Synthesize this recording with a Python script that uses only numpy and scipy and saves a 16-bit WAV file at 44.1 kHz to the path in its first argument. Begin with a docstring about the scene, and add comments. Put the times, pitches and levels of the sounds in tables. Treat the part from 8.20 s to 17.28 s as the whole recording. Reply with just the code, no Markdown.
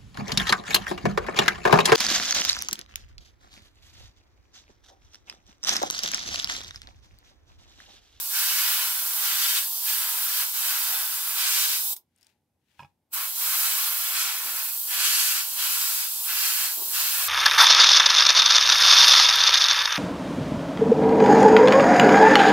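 """A workbench in a quiet room with a faint hum: an airbrush is swept over a small part in two long passes with a pause.
The free air jet is bright turbulent noise; whenever it strikes the part a broader roar of noise joins.
Short delays and resonances colour both like echoes off hands and bench, over dull rumble and bumps.
In the pause tiny ticks ring small metal modes, a bouncing knock rings the bench, and a sliding hand rustles."""
import sys
import numpy as np
from scipy import signal
from scipy.fft import rfft, irfft, next_fast_len
from scipy.io import wavfile

SR = 44100
rng = np.random.default_rng(int(sys.argv[2]) if len(sys.argv) > 2 else 0)


def unload_wav(signal):
    """Save mono or channel-first audio to the path in sys.argv[1] as 16-bit WAV at rate SR, clipped to [-1, 1]."""
    wavfile.write(
        sys.argv[1],
        SR,
        np.round(np.clip(np.atleast_2d(signal).T, -1, 1) * 32767).astype(np.int16),
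    )


def boost_factor(decibels):
    """Convert a level in decibels to a linear amplitude factor."""
    exponent = np.asarray(decibels, float) / 20
    return 10 ** exponent


N = 400428

# Aim of the brush, one list per pass: time_s, free_jet_db, splash_on_part_db, splash_tilt (dB per octave)
PASSES = [
    [(0.0, -31.5, -39, -0.5), (0.23, -27, -34, 0.4), (0.64, -29, -35, -1), (0.78, -30, -42.5, -2.5),
     (0.95, -29.5, -43, -4), (1.08, -28, -35.5, 0), (1.27, -30, -34.5, 1.5), (1.7, -28, -37.5, 0.4),
     (1.95, -29, -40.5, -4), (2.19, -28.5, -38, .1), (2.4, -29.5, -40.5, -1), (2.5, -28, -36.5, -.6),
     (2.8, -30, -38, -4.5), (2.97, -30.5, -43.5, -1.5), (3.15, -29.5, -41, -2.5), (3.2, -29, -33.5, -.6),
     (3.38, -31, -33, 2.1), (3.54, -31, -38, 2.1), (3.8, -26.5, -41, 2.5)],
    [(4.9, -28.5, -45, -3.5), (5.03, -32.5, -38.5, -5), (5.22, -29, -40.5, -2.5),
     (5.37, -26.5, -36.5, -1.1), (5.54, -27.5, -36, -1), (5.7, -28.5, -40, -2), (5.91, -31, -39.5, -1.1),
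     (6.0, -32.5, -32.5, 0.7), (6.2, -32.5, -39.5, -3), (6.38, -31.5, -40.5, -2.5), (6.5, -32, -45.5, -1.5),
     (6.74, -30, -36, -1), (6.87, -32.5, -32, 1.5), (7.08, -33.5, -33, 2.5), (7.2, -31, -37.5, 0.7),
     (7.46, -28.5, -36, 0), (7.8, -30, -41.5, 1.7), (8.11, -30, -38, -0.7), (8.28, -29.5, -34.5, 2),
     (8.44, -30, -36.5, -0.1), (8.76, -29, -34.5, .6), (9.08, -28, -37.5, -2)],
]


def rms_one(x):
    """Scales a signal to an rms of 1."""
    return x / np.sqrt(np.mean(x ** 2) + 1e-20)


def in_time(rows):
    """Turns rows of (time_s, values...) into one curve per column, straight between the rows."""
    time_s, *columns = np.transpose(rows)
    return [np.interp(np.arange(N) / SR, time_s, column) for column in columns]


def at_hz(points, hz):
    """Reads a (frequency_hz, value) curve, straight along log frequency."""
    point_hz, values = np.array(points).T
    return np.interp(np.log(hz), np.log(point_hz), values)


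def drift(rate_hz):
    """Slow chance: noise at every 40th sample through a double one-pole low-pass; spread 1."""
    pole = np.exp(-80 * np.pi * rate_hz / SR)
    slow = signal.lfilter([1], [1, -2 * pole, pole * pole], rng.standard_normal(N // 40 + 4002))
    slow = slow[4000:]  # let the filter settle
    return np.interp(np.arange(N) / 40, np.arange(len(slow)), rms_one(slow - slow.mean()))


def ring(clicks, hz, t60_s):
    """A two-pole resonator: a unit click sets a decaying sine of height 1 ringing."""
    radius = boost_factor(-60 / (max(t60_s, .002) * SR))
    angle = 2 * np.pi * hz / SR
    return signal.lfilter([0, np.sin(angle)], [1, -2 * radius * np.cos(angle), radius * radius], clicks + 1e-18)


def coloured(spectrum):
    """Spectrum of stereo noise with the given colour; its two sides are less alike towards the treble."""
    # Likeness of left and right: frequency_hz, correlation (0 to 1)
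    likeness = [(100, 1), (500, 0.76), (1500, 0.65), (3000, 0.5), (7000, 0.29)]
    size = next_fast_len(N)
    hz = np.maximum(np.arange(size // 2 + 1) * SR / size, 1)
    mid, side = rfft(rng.standard_normal((2, size))) * boost_factor(at_hz(spectrum, hz))
    alike = np.clip(at_hz(likeness, hz), 0, 1)
    return hz, size, np.sqrt(1 + alike) * mid + np.sqrt(1 - alike) * side * [[1], [-1]]


def steady(spectrum):
    """Even stereo noise of the given colour; rms 1."""
    hz, size, noise = coloured(spectrum)
    return rms_one(irfft(noise, size)[:, :N])


def turbulent(spectrum, tilt_db, shared_db, own_db, low_hz, high_hz):
    """Overlapping bands swell together and flicker apart; before that, rms 1 between low_hz and high_hz."""
    hz, size, noise = coloured(spectrum)
    inside = (hz > low_hz) & (hz < high_hz)
    noise = noise * size / np.sqrt(2 * np.sum(np.abs(noise.mean(axis=0)[inside]) ** 2))
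    out, gust, step = 0, drift(14.0), .7
    for octave in np.arange(-4.2, 3.5, step):  # octaves from 2 kHz
        away = np.log2(hz / 2000) - octave
        away = np.maximum(away, 0) if octave < -4 else away  # the lowest band takes all below it
        share = np.cos(np.clip(away / step, -1, 1) * np.pi / 2) ** 2
        band = irfft(noise * share, size)[:, :N]
        out = out + band * boost_factor(tilt_db * octave + shared_db * gust + own_db * drift(4.45))
    return out


def swells(rows, rise_db_per_s, fall_db_per_s):
    """Gain of gestures that rise, hold and fall, each (start_s, hold_s, level_db), summed as power."""
    t, power = np.arange(N) / SR, 0
    for start_s, hold_s, level_db in rows:
        before_s = np.maximum(start_s - t, 0)
        after_s = np.maximum(t - start_s - hold_s, 0)
        power = power + boost_factor(level_db - rise_db_per_s * before_s - fall_db_per_s * after_s) ** 2
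    return np.sqrt(power)


def valve_db():
    """Air flow against full flow: shut, a last puff as the trigger snaps back, then opened again."""
    t = np.arange(N) / SR
    shuts_s, shut_db_per_s = 3.732, 1100
    opens_s, open_db_per_s = 4.936, 1602
    puff_s, puff_peak_db, puff_rise_db_per_s, puff_fall_db_per_s = 3.766, -13, 1500, 660
    puff = puff_peak_db - np.maximum(puff_rise_db_per_s * (puff_s - t), puff_fall_db_per_s * (t - puff_s))
    flow = np.maximum(-shut_db_per_s * (t - shuts_s), open_db_per_s * (t - opens_s))
    return np.clip(np.maximum(flow, puff), -90, 0)


def missed_db():
    """How far the splash sinks while the jet blows past the part."""
    # The jet slips off at the end of a stroke: leaves_s, back_on_s, depth_db
    misses = [(-.2, 0.158, 15.5), (1.387, 1.692, 24), (2.227, 2.365, 10), (3.56, 3.9, 21),
              (5.032, 5.212, 19), (6.494, 6.728, 18), (7.2, 7.398, 12.5), (7.837, 8.094, 18),
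              (8.462, 8.76, 20)]
    t = np.arange(N) / SR
    leave_db_per_s, return_db_per_s = 171, 258.5
    return sum(np.clip(np.minimum(leave_db_per_s * (t - off_s), return_db_per_s * (on_s - t)), 0, depth_db)
               for off_s, on_s, depth_db in misses)


def room_tone():
    """Quiet air as steady noise, and two faint hum lines as sines whose level wavers."""
    # Colour of the room air: frequency_hz, relative_density_db (per Hz)
    air_colour = [(30, -25.5), (60, -5.5), (110, -9), (160, -8.5), (240, -10.5), (900, -28.5), (2000, -30),
                  (7000, -35), (12000, -31), (15600, -39)]
    # Hum lines: pitch_hz, level_db (rms about which it wavers)
    hum_lines = [(90, -84), (235, -89)]
    t, hum = np.arange(N) / SR, 0
    for pitch_hz, level_db in hum_lines:
        hum = hum + np.sqrt(2) * boost_factor(level_db + 2.0 * drift(3.0)) * np.sin(2 * np.pi * pitch_hz * t)
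    return boost_factor(-79) * steady(air_colour) + hum


def rumble():
    """Dull low noise, stronger while the jet blows, and in the bumps of hands on the bench."""
    # Colour of the rumble: frequency_hz, relative_density_db (per Hz)
    rumble_colour = [(60, -31), (150, -13), (240, -6), (330, -4.5), (420, -8.5), (520, -4.5), (680, -6.5),
                     (850, -1), (1000, -11), (1600, -37.5)]
    # Colour of the bumps: frequency_hz, relative_density_db (per Hz)
    bump_colour = [(60, -45), (180, -21.5), (260, -7), (330, 0), (430, -7.5), (600, -8.5), (850, -1.5),
                   (1050, -9), (1600, -37)]
    # Hands on the bench: start_s, hold_s, level_db (before the flutter and pan below)
    hand_bumps = [(2.25, .01, -63), (3.19, .02, -60), (3.72, 0.0073, -65), (4.02, .08, -79.5),
                  (4.62, .02, -72), (4.98, .03, -68), (5.87, 0.036, -62), (6.2, 0.14, -61),
                  (7.31, 0.084, -63), (8.59, 0.049, -49.5)]
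    blowing = boost_factor(-67 + valve_db() + 2.5 * drift(3.0))
    under = blowing + boost_factor(-88.5)  # the small rest stays with the valve shut
    bumps = swells(hand_bumps, rise_db_per_s=199.5, fall_db_per_s=161) * steady(bump_colour)
    flutter = boost_factor(2.0 * drift(25.0))
    return (under * steady(rumble_colour) + bumps) * flutter * boost_factor([[1.2], [-1.2]])


def rustle():
    """A hand sliding lightly and the knock's scuff: dense faint grains of noise, from the left."""
    # Colour of the rustle: frequency_hz, relative_density_db (per Hz)
    rustle_colour = [(600, -30), (1500, 0), (3000, 2), (5000, -4), (9000, -9), (15000, -12.5)]
    # A hand sliding in the pause: start_s, hold_s, level_db (before grain and pan)
    slides = [(4.02, 0.082, -71), (4.51, .07, -73.5)]
    # The knock scuffs the bench: start_s, hold_s, level_db (before grain and pan)
    scuffs = [(4.598, 0.011, -61)]
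    grains = boost_factor(1.5 * drift(120.0))
    level = swells(slides, rise_db_per_s=190, fall_db_per_s=260)
    level = level + swells(scuffs, rise_db_per_s=1200, fall_db_per_s=260)
    return level * grains * steady(rustle_colour) * boost_factor([[4.0], [-4.0]])


def ticks():
    """Each tick is a millisecond of crackle into small metal modes, those near its pitch strongest."""
    # Trigger snap and tiny ticks: start_s, relative_level_db, pitch_hz, pan_db (left over right)
    tick_rows = [(3.765, -29, 9420, 5), (3.9609, -60, 9390, 12.5), (3.9774, -62.5, 9530, 8),
                 (3.9838, -58, 8050, 9.0), (4.0104, -54, 9510, 16.5), (4.0174, -57, 4740, 14.5),
                 (4.0286, -49, 4840, 18), (4.0457, -55, 5290, 11.0), (4.0676, -47, 5250, 14.0)]
    # Small metal modes: mode_hz, relative_level_db, t60_s
    metal_modes = [(3120, -11, .008), (4830, -6, .014), (5450, -1, 0.018), (6800, 1, .005), (8200, 1, .007),
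                   (9300, 3, 0.0095), (10900, -1, .004), (13500, -6, .003)]
    out, n = np.zeros((2, N)), np.arange(2048)
    high_pass = signal.butter(2, 2500, "high", fs=SR, output="sos")
    crackles = rng.standard_normal((len(tick_rows), 2048))
    for (start_s, level_db, pitch_hz, pan_db), crackle in zip(tick_rows, crackles):
        envelope = n / (0.00071 * SR) * np.exp(-n / (0.00067 * SR))
        snap = signal.sosfilt(high_pass, boost_factor(level_db - 13.0) * crackle * envelope)
        tick = 0
        for mode_hz, mode_db, t60_s in metal_modes:
            octaves_away = abs(np.log2(mode_hz / pitch_hz))
            tick = tick + ring(snap, mode_hz, t60_s) * boost_factor(mode_db - 9.3 * octaves_away)
        start = round(start_s * SR)
        out[:, start:start + 2048] += tick * boost_factor([[pan_db / 2], [-pan_db / 2]])
    return out


def knock():
    """Every bounce scrapes the bench modes with a short rough contact; the board's low thud follows a soft push."""
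    # The knock and its bounces: start_s, relative_contact_db, relative_thud_db
    bounces = np.array([(4.593, -32, -49), (4.603, -36, -44), (4.624, -37, -46), (4.631, -36, -50),
                        (4.646, -40, -46)])
    # Bench modes: mode_hz, relative_level_db, t60_s
    bench_modes = [(580, -21, .06), (817, -5, 0.093), (950, -2.5, 0.053), (1035, -6.5, 0.092),
                   (1140, -14, 0.083), (1300, -11, .05), (1660, -8, 0.044), (2520, -0.5, 0.027),
                   (2860, -11, 0.034), (3390, -17, .03), (5100, -14, .02)]
    thud_hz, thud_t60_s = 147, 0.064
    at = np.round(bounces[:, 0] * SR).astype(int)
    out, contact, push = np.zeros(N), np.zeros(N), np.zeros(N)
    contact[at] = boost_factor(bounces[:, 1])
    push[at] = boost_factor(bounces[:, 2])
    contact = signal.lfilter([1], [1, -np.exp(-1 / (0.0023 * SR))], contact + 1e-18)  # dies in a few ms
    for mode_hz, mode_db, t60_s in bench_modes:
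        out += ring(contact * rng.standard_normal(N) * boost_factor(mode_db - 26.0), mode_hz, t60_s)
    thud = ring(push, thud_hz, thud_t60_s) + ring(push, .62 * thud_hz, .15) * 0.22
    soft = np.exp(-2 * np.pi * 200 / SR)  # 200 Hz low-pass
    return out + signal.lfilter([1 - soft], [1, -soft], thud)


def nearby_echoes(x):
    """Short reflections comb the hiss; their paths sway as the hands move."""
    # Hands and bench: left_delay_ms, right_delay_ms (both before sway), left_gain, right_gain
    reflections = [(0.747, 0.74, 0.1, 0.14), (1.05, 1.0, 0.25, 0.1), (2.05, 1.9, 0.11, 0.12),
                   (2.601, 2.65, 0.2, 0.16), (4.2, 3.9, 0.12, .15), (5.3, 5.9, 0.27, 0.13),
                   (7.1, 6.6, .18, 0.15), (9.2, 8.7, .15, 0.084)]
    sway_depth, right_lead_ms = .04, 0.0721
    n, out = np.arange(N), x.copy()
    for left_ms, right_ms, *gains in reflections:
        sway = 1 + sway_depth * drift(.5) / np.sqrt(max(left_ms, 1))
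        for side, delay_ms in enumerate((left_ms, right_ms)):
            delay = (delay_ms * sway * SR / 1000).astype(int)
            out[side] += gains[side] * x[side, n - delay]
    out[0] = np.interp(n - right_lead_ms * SR / 1000, n, out[0])
    return out


def hollows(x):
    """Resonances and nulls among hands and clutter; the grip differs from pass to pass."""
    # Resonances and nulls: centre_hz, width_hz, first_pass_lift_db, second_pass_lift_db
    hollow_rows = [(940, 67, 5.5, 3.5), (1079, 29, 4, 6), (1368, 94, 6, 7), (1540, 65, 0, -1.5),
                   (1676, 130, 1, 1.5), (1863, 156, -8, -6), (1948, 24, 5, -0.5), (2190, 50, 4, 3),
                   (2313, 59, 2, 1.5), (2364, 70, -4, -1), (2495, 60, 7, 8), (2753, 48, -0.5, 6),
                   (2794, 100, -5, -5), (2917, 90, 4, 3), (3230, 106, 4.5, 4.5), (3385, 64, -5.5, 3.5),
                   (3487, 69, 8, -1.5), (3810, 30, 5, -2.5), (4242, 77, 0, 5), (4615, 80, 0, 4.5),
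                   (4695, 130, 4.5, 1.5), (5150, 70, 2.5, 4), (5460, 100, 5, 2), (6315, 120, 5.5, 5),
                   (6870, 250, 1, 2.5), (7740, 240, 5.5, 7.5), (8330, 120, 8, 7.5), (10120, 67, 3, -3),
                   (10220, 96, -3, 3.5), (11600, 270, 3, 4), (12300, 150, 2, 3.5)]
    size, out = next_fast_len(N), np.zeros_like(x)
    hz = np.arange(size // 2 + 1) * SR / size
    later = np.arange(N) / SR > PASSES[1][0][0] - .5  # the grip changes half a second before the second pass
    for k, now in enumerate((~later, later)):
        lift_db = sum(lifts[k] / (1 + (2 * (hz - centre_hz) / width_hz) ** 2)
                      for centre_hz, width_hz, *lifts in hollow_rows)
        out += now * irfft(rfft(x, size) * boost_factor(lift_db), size)[:, :N]
    return out


def airbrush():
    """Turbulent free jet plus its splash on the part; as good as silent while the valve is shut."""
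    # Colour of the free jet: frequency_hz, relative_density_db (per Hz)
    jet_colour = [(180, -61.5), (300, -36), (446, -40.5), (501, -46.5), (721, -20), (783, -21), (954, -15),
                  (1040, -22), (1130, -18), (1760, -33.5), (3700, -11), (6600, -10.5), (11600, -1),
                  (15600, 1)]
    # Colour of the splash: frequency_hz, relative_density_db (per Hz)
    splash_colour = [(35, -65), (60, -40.5), (306, -47), (644, -15.5), (723, -14.5), (956, -12), (1210, -7),
                     (1710, -0.5), (2110, -4), (2660, -2), (3440, -2.5), (4760, -2), (7240, -5.5),
                     (11800, -4), (15600, -12)]
    jet_db, splash_db, tilt_db = in_time(PASSES[0] + PASSES[1])
    flow_db, miss_db = valve_db(), missed_db()
    jet_gain = boost_factor(jet_db + flow_db - 0.091 * miss_db)  # the free jet loses a small share of each miss
    splash_gain = boost_factor(splash_db + flow_db - miss_db)
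    jet = jet_gain * turbulent(jet_colour, 0, shared_db=.4, own_db=0.82, low_hz=12060, high_hz=15780)
    splash = splash_gain * turbulent(splash_colour, tilt_db, shared_db=0.787, own_db=0.74,
                                     low_hz=1200, high_hz=3440)
    return nearby_echoes(jet + splash)


def workshop(x):
    """Room echo from six feedback delays a side, duller on every round, stepped block by block."""
    room_t60_s, wall_cut_hz = .2, 5400
    out, dull = np.zeros((2, N)), np.exp(-2 * np.pi * wall_cut_hz / SR)
    lags = (rng.uniform(.011, .03, 12) * SR).astype(int)
    for k, lag in enumerate(lags):
        loop, gain, state = x.copy(), boost_factor(-60 * lag / SR / room_t60_s), [0.]
        for i in range(lag, N, lag):
            back, state = signal.lfilter([gain * (1 - dull)], [1, -dull], loop[i - lag:i], zi=state)
            loop[i:i + lag] += back[:N - i]
        out[k % 2] += (loop - x) * (-1) ** (k // 2)
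    return out


def scene():
    """Near sounds with their room echo, over the rumble and the room tone."""
    near = hollows(airbrush()) + ticks() + rustle() + knock() * boost_factor([[-1.5], [1.5]])
    echo = boost_factor(-18) * workshop(near.mean(axis=0))
    return near + echo + rumble() + room_tone()


def top_cut(x):
    """Nothing passes above the cut-off."""
    return signal.sosfilt(signal.butter(12, 17090, fs=SR, output="sos"), x)


def record(dry):
    """Cuts the lowest and highest sound; the treble is one signal whose pan flickers on and off band by band."""
    # Lean of the treble: frequency_hz, left_minus_right_db
    treble_pan = [(8000, -1), (10500, -4.5), (11500, -2.5), (15000, -5)]
    # How readily the pan is on: frequency_hz, bias (no unit, higher is more often on)
    pan_bias = [(8000, -.6), (10000, -0.43), (11500, 0.75), (15000, .3)]
    mono_above_hz, high_cut_hz, low_cut_hz = 7600, 15770, 68
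    size = next_fast_len(N)
    hz = np.maximum(np.arange(size // 2 + 1) * SR / size, 1)

    def below(edge_hz):
        """Low-pass gain with a 120 Hz wide slope."""
        return np.sin(np.clip((edge_hz - hz) / 120 + .5, 0, 1) * np.pi / 2) ** 2

    left, right = rfft(dry, size) * below(high_cut_hz) / np.sqrt(1 + (low_cut_hz / hz) ** 6)
    mid, side = (left + right) / 2, (left - right) / 2
    lean = np.tanh(at_hz(treble_pan, hz) * np.log(10) / 40)  # level difference as a share of mid
    leaning = lean * mid + boost_factor(-17) * side
    side = irfft(side * below(mono_above_hz), size)[:N]
    edges, together = np.geomspace(mono_above_hz, 16000, 10), drift(12.0)
    for low_hz, high_hz in zip(edges, edges[1:]):
        pan_on = np.clip(3 * (0.72 * together + .7 * drift(8.0) + at_hz(pan_bias, low_hz)), 0, 1)
        side += pan_on * irfft(leaning * (below(high_hz) - below(low_hz)), size)[:N]
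    mid = irfft(mid, size)[:N]
    return top_cut(np.array([mid + side, mid - side]))


dry = scene()
out = record(dry)
unload_wav(out)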